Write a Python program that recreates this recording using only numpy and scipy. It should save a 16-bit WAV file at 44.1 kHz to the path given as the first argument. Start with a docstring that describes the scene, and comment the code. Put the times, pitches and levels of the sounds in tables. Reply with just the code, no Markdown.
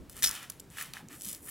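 """A soft bun is pulled apart by hand on a wooden board in a quiet kitchen, close to a stereo pair.
First the hands bump the board and the fingers take hold with a faint crackle. At about a quarter second
the thin crust gives way in one quick run of ringing cracks. Then the moist crumb squishes open in
several pulls and small air pockets pop. Fine strands crackle and snap along the way, and last as the
piece is lifted, over the low murmur of the room."""
import sys
import numpy as np
from scipy import signal
from scipy.fft import rfft, irfft
from scipy.io import wavfile

SR = 44100
rng = np.random.default_rng(int(sys.argv[2]) if len(sys.argv) > 2 else 0)


def to_wav(sig):
    """Store sig (one row per channel, or 1-D mono) as 16-bit WAV at the path in sys.argv[1].

    Samples outside -1..1 are clipped; the rate is SR.
    """
    pcm = np.clip(np.atleast_2d(sig), -1, 1) * 32767
    pcm = np.round(pcm).astype(np.int16)
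    wavfile.write(sys.argv[1], SR, pcm.T)  # frames by channels


N = 66150
T = np.arange(N) / SR
FFT_SIZE = 2 ** 17
HZ = np.arange(FFT_SIZE // 2 + 1) * SR / FFT_SIZE


# The crust breaking, close up. Each row: start in seconds, level in dB, decay in seconds, ring in Hz.
CRUST_CRACKS = [(.2240, -26.5, 0.0022, 4100), (.230, -24.5, .003, 3700), (0.2337, -25, 0.0023, 3880),
                (0.2392, -15.5, 0.0018, 4026), (0.2426, -18.5, 0.0043, 3840), (0.2469, -20, 0.0005, 3610),
                (0.2482, -23.5, 0.0044, 5090), (0.2542, -34, 0.0058, 5940), (0.2609, -20.5, 0.0016, 5390),
                (.266, -29, 0.0039, 5680), (.272, -26, 0.0041, 5450), (.2805, -31.5, .006, 5600)]
# The tone of its grit. Each row: frequency in Hz, relative level in dB.
GRIT_SPECTRUM = [(500, -16.5), (1100, -24), (1600, 0.5), (2400, -5.5), (4000, -1.5), (7000, 1.5),
                 (12000, 4.5), (16000, -21.5)]
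# The crust as the left microphone hears it. Each row: frequency in Hz, gain in dB.
CRUST_LEFT_GAIN = [(1000, -7.5), (2500, 2.5), (4000, 1.5), (6500, 5), (9000, -5), (16000, 12)]

def crust():
    """Each crack is a dying burst of grit that rings the shell; the ring rises as the flap comes free."""
    out = 0
    for start, db, decay, hz in CRUST_CRACKS:
        grit = grains(per_s=24000, spread_db=2.2)
        ring = rms_one(resonate(grit, hz, width_hz=145))
        burst = from_db(1) * colour(grit, GRIT_SPECTRUM) + from_db(-6.5) * ring
        attack = np.clip((T - start) / .0001, 0, 1)
        out += from_db(db) * burst * attack * np.exp(-np.abs(T - start) / decay)
    return out


# Thick strands parting in front of the microphones. Each row: start in seconds, level in dB, pitch in Hz.
STRAND_SNAPS = [(.0974, -24.5, 9700), (0.128, -33, 8800), (0.1674, -23.5, 8300), (.1772, -28, 9000),
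                (0.1915, -29, 9000), (0.2924, -11, 8000), (.3123, -12, 10000), (.3525, -23.5, 6150),
                (0.361, -24.5, 7200), (0.4293, -25.5, 8250), (0.4993, -18, 9400), (0.5017, -16, 7300),
                (.5212, -31.5, 7600), (0.5982, -26, 7200), (0.6019, -24, 6900), (0.7022, -34.5, 8000),
                (.7747, -26, 9000), (0.8118, -18.5, 9400), (0.8253, -16.5, 10400), (0.859, -29.5, 8800),
                (0.9364, -22, 4220), (1.086, -30.5, 6200), (1.210, -26.5, 5900), (1.2146, -31, 8760),
                (1.220, -20.5, 10200), (1.2352, -23, 10000), (1.2489, -21, 9000), (1.2547, -18, 11000),
                (1.2647, -23.5, 10000), (1.2894, -29, 10000), (1.294, -19.5, 10400), (1.314, -23, 10100),
                (1.3307, -16.5, 10100), (1.3487, -20.5, 9100), (1.3596, -32, 9000), (1.432, -40, 10100),
                (1.4707, -38, 10800)]

def snap(start, db, hz):
    """A strand breaks with a click that shares its energy with finer threads parting just after."""
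    age = T[:SR // 100]
    threads = from_db(-11) * rng.standard_normal(len(age)) * np.exp(-age / .0004) * (age > 0)
    click = signal.unit_impulse(len(age))
    rings = resonate([click, click + threads], hz, width_hz=hz)
    clean, rough = highpass(rings, 0.26 * hz, order=2)
    click_rms = clean.std() / np.abs(clean).max()  # of the bare click at a peak of 1
    return place(start, from_db(db - .5) * click_rms * rms_one(rough))


# Fine strands tearing between the hands.
# Each row: start, rise, hold and fall in seconds, level in dB, low edge in Hz.
STRAND_TEARS = [(0.091, 0.0053, 0.035, 0.039, -56, 1500), (0.144, 0.034, 0.057, 0.036, -51, 2480),
                (0.223, 0.0062, 0.01, 0.11, -39.5, 2000), (0.31, 0.0089, 0.031, 0.062, -53, 2000),
                (0.703, .004, 0.062, 0.055, -59, 3000), (0.763, 0.019, 0.042, 0.053, -46, 2000),
                (0.943, 0.054, 0.041, 0.11, -76, 1500), (1.089, 0.049, 0.013, 0.16, -52.5, 4950),
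                (1.19, 0.085, 0.054, 0.062, -43, 2480), (1.401, 0.12, 0.027, .03, -42, 8100)]
# The bright tone of that crackle, close up. Each row: frequency in Hz, relative level in dB.
STRAND_SPECTRUM = [(800, -29), (2200, -5.5), (3200, 0), (5000, -1.5), (8000, 6), (12000, 5.5), (16000, -3)]

def strands():
    """Fine strands crackle under each pull, thinner ones higher."""
    crackle = colour(grains(per_s=8700, spread_db=6.5), STRAND_SPECTRUM)
    return sum(swell(*shape) * rms_one(highpass(crackle, low_hz, order=2))
               for *shape, low_hz in STRAND_TEARS)


# The crumb opening just above the board.
# Each row: start, rise, hold and fall in seconds, level in dB, cavity pitch in Hz.
CRUMB_SQUISHES = [(0.123, 0.058, 0.016, 0.045, -52.5, 1560), (0.239, 0.043, 0.063, 0.2, -45.5, 1320),
                  (0.337, 0.014, 0.014, 0.084, -47, 2960), (0.409, 0.022, 0.011, 0.034, -49, 1620),
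                  (0.693, 0.096, 0.075, 0.13, -51.5, 1490), (0.774, 0.017, 0.035, 0.03, -44, 1750),
                  (0.93, 0.012, 0.04, .04, -49.5, 1500), (0.937, 0.019, 0.052, 0.043, -59.5, 800),
                  (1.088, 0.019, 0.047, 0.042, -55.5, 1700), (1.22, 0.044, 0.083, 0.052, -58.5, 1530),
                  (1.452, 0.033, 0.012, .03, -52.5, 1670)]
# The wet tone of its cells. Each row: frequency in Hz, relative level in dB.
CELL_SPECTRUM = [(300, -24), (600, -3.5), (850, -5.5), (1100, 1), (1250, 10.5), (2000, -1.5), (3000, 0.5),
                 (4500, -7.5), (9000, -2.5), (16000, -10)]

def crumb():
    """Moist cells burst by the thousand and ring the opening cavity."""
    out = 0
    for *shape, hz in CRUMB_SQUISHES:
        cells = grains(per_s=7000, spread_db=2.5)
        ring = resonate(cells, hz, width_hz=420)
        cavity = rms_one(highpass(ring, 0.74 * hz, order=6))  # nothing rings far below its pitch
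        out += swell(*shape) * (from_db(-3) * colour(cells, CELL_SPECTRUM) + from_db(-1.5) * cavity)
    return out


# Larger air pockets inside the bun. Each row: start in seconds, level in dB, pitch in Hz.
POCKET_POPS = [(0.0963, -50, 1420), (.2243, -34.5, 1800), (0.237, -32, 1580), (0.2465, -34.5, 1390),
               (.2848, -36.5, 1366), (0.3026, -38, 1300), (0.5012, -44.5, 1380), (0.7719, -33.5, 1600),
               (0.7855, -36, 2800), (0.7843, -29, 1660), (0.8118, -29, 1820), (0.969, -30, 1625),
               (1.486, -40, 1790)]

def pop(start, db, hz):
    """One click rings an air pocket, whose soft walls shut out frequencies far from its pitch."""
    soft_click = resonate(signal.unit_impulse(SR // 20), hz, width_hz=1300)
    ring = resonate(soft_click, hz, width_hz=294)
    return place(start, from_db(db) * ring / np.abs(ring).max())


# Hands meeting the wooden board. Each row: start, rise, hold and fall in seconds, level in dB.
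BOARD_BUMPS = [(-.01, .008, 0.024, 0.063, -48), (0.066, 0.022, 0.096, .03, -58.5),
               (0.229, 0.01, 0.049, 0.03, -52), (0.852, 0.052, .02, .03, -60),
               (1.39, 0.18, 0.044, .04, -63)]
# The dull tone of the wood. Each row: frequency in Hz, relative level in dB.
BOARD_SPECTRUM = [(20, -8.5), (45, 1), (90, -6.5), (250, -9), (600, -23.5), (1500, -58)]
# Its stereo width. Each row: frequency in Hz, side gain in dB.
BOARD_WIDTH = [(30, -4), (150, -8.5), (600, -8)]

def board():
    """The hands bump the board, each time raising a brief low rumble."""
    return stereo_noise(BOARD_SPECTRUM, BOARD_WIDTH) * sum(swell(*row) for row in BOARD_BUMPS)


# Fingers on the bun, centred between the microphones.
# Each row: start, rise, hold and fall in seconds, level in dB, pitch in Hz.
FINGER_RUBS = [(0, 0.0079, 0.038, 0.065, -57, 285), (0.152, 0.024, 0.017, .04, -59, 280),
               (0.538, 0.022, 0.12, 0.031, -64.5, 397), (0.662, 0.021, 0.025, 0.024, -54.5, 133),
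               (0.869, 0.017, 0.018, 0.029, -57.5, 138), (0.987, 0.039, 0.05, 0.017, -54, 178),
               (1.072, .02, 0.05, 0.027, -57, 250), (1.265, 0.008, 0.015, 0.041, -51, 194),
               (1.322, 0.016, .01, .02, -59.5, 450), (1.424, 0.014, 0.01, 0.027, -53, 280)]

def fingers():
    """Fingers knead and slide on the bread; the friction is a soft, low band of noise."""
    out = 0
    for *shape, hz in FINGER_RUBS:
        width_hz = 0.58 * hz
        friction = resonate(resonate(rng.standard_normal(N), hz, width_hz), hz, width_hz)
        out += swell(*shape) * rms_one(friction)
    return out


# Stereo width of the echoes: nearly mono through the middle, wide in the high treble.
# Each row: frequency in Hz, side gain in dB.
ECHO_STEREO_WIDTH = [(200, -24), (1000, -31), (2400, -55), (4500, -27), (8000, -8.5), (16000, -0.5)]

def echoes(db, t60_s, after_s):
    """A dying cloud of reflections, as a stereo response."""
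    cloud = rng.standard_normal((2, N)) * from_db(-60 * T / t60_s) * (T > after_s)
    return from_db(db) * rms_one(widen(*cloud, ECHO_STEREO_WIDTH)) / np.sqrt(N)


def kitchen():
    """The direct path, scatter from hands and table, then the room, as a stereo spectrum."""
    near_scatter = echoes(db=-7, t60_s=.015, after_s=.0004)
    response = near_scatter + echoes(db=-13, t60_s=.3, after_s=.0034)
    response[:, 0] += 1  # the direct path
    return rfft(response, FFT_SIZE)


# The quiet kitchen all around. Each row: frequency in Hz, relative level in dB.
ROOM_SPECTRUM = [(20, -12), (60, -1.5), (150, 2), (300, -2.5), (480, -9), (800, -14), (2000, -19.5),
                 (5000, -25.5), (16000, -31.5)]
# Its stereo width. Each row: frequency in Hz, side gain in dB.
ROOM_WIDTH = [(30, 5), (80, -13.5), (250, -15), (1000, -13), (4000, -22.5), (16000, 4.5)]

def room_tone():
    """A steady low murmur of air with a faint hiss."""
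    return from_db(-57) * stereo_noise(ROOM_SPECTRUM, ROOM_WIDTH)


def from_db(db):
    return 10 ** (np.asarray(db) / 20)


def rms_one(x):
    return x / np.sqrt(np.mean(x ** 2) + 1e-20)


def gains(points):
    """Rows of Hz and dB as a gain at every frequency."""
    hz, db = np.transpose(points)
    return from_db(np.interp(np.log(HZ + 1), np.log(hz), db))


def colour(x, points):
    """Shape x with a causal filter of the given spectrum; the result has rms 1."""
    cepstrum = irfft(np.log(gains(points)))
    cepstrum[1:FFT_SIZE // 2] *= 2  # folded for minimum phase: nothing sounds ahead of a click
    cepstrum[FFT_SIZE // 2 + 1:] = 0
    return rms_one(irfft(rfft(x, FFT_SIZE) * np.exp(rfft(cepstrum)))[:N])


def resonate(x, hz, width_hz):
    """One resonance: the narrower it is, the longer it rings."""
    radius = np.exp(-np.pi * width_hz / SR)
    return signal.lfilter([1, 0, -1], [1, -2 * radius * np.cos(2 * np.pi * hz / SR), radius ** 2], x)


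def highpass(x, hz, order):
    return signal.sosfilt(signal.butter(order, hz, "high", fs=SR, output="sos"), x)


def grains(per_s, spread_db):
    """Tiny ruptures at random moments, a few much larger than the rest."""
    sizes = from_db(spread_db * np.minimum(rng.exponential(1, N), 4))
    return sizes * rng.choice([-1, 1], N) * (rng.random(N) < per_s / SR)


def swell(start, rise, hold, fall, db):
    """A straight rise, a hold, then 20 dB down in each fall time."""
    drop_db = 20 * np.maximum(T - start - rise - hold, 0) / fall
    return from_db(db - drop_db) * np.clip((T - start) / rise, 0, 1)


def place(start, sound):
    """A short sound at its moment."""
    out = np.zeros(N + SR)
    first = int(start * SR)
    out[first:first + len(sound)] = sound
    return out[:N]


def widen(mid, side, width):
    """Left and right from a shared part and a coloured opposed part."""
    side = irfft(rfft(side, FFT_SIZE) * gains(width))[:N]
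    return np.array([mid + side, mid - side])


def stereo_noise(spectrum, width):
    """Coloured noise spread between left and right."""
    mid, side = (colour(white, spectrum) for white in rng.standard_normal((2, N)))
    return widen(mid, side, width)


def arrive(x, lag_us):
    """The spectrum at the two microphones; the sound reaches the left one slightly later."""
    lags_s = np.array([[lag_us * 1e-6], [0]])
    return rfft(x, FFT_SIZE) * np.exp(-2j * np.pi * HZ * lags_s)


def scene():
    """The bun and its echoes, over board, fingers and room tone."""
    shell = arrive(crust(), lag_us=32.6)
    shell[0] *= gains(CRUST_LEFT_GAIN)
    tearing = strands() + sum(snap(*row) for row in STRAND_SNAPS)
    squishing = crumb() + sum(pop(*row) for row in POCKET_POPS)
    bun = shell + arrive(tearing, lag_us=13.9) + arrive(squishing, lag_us=1.7)
    return irfft(bun * kitchen())[:, :N] + board() + fingers() + room_tone()


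def record(dry):
    """The treble is cut steeply above 16 kHz."""
    return signal.sosfilt(signal.ellip(10, .2, 70, 16000, fs=SR, output="sos"), dry)


dry = scene()
out = record(dry)
to_wav(out)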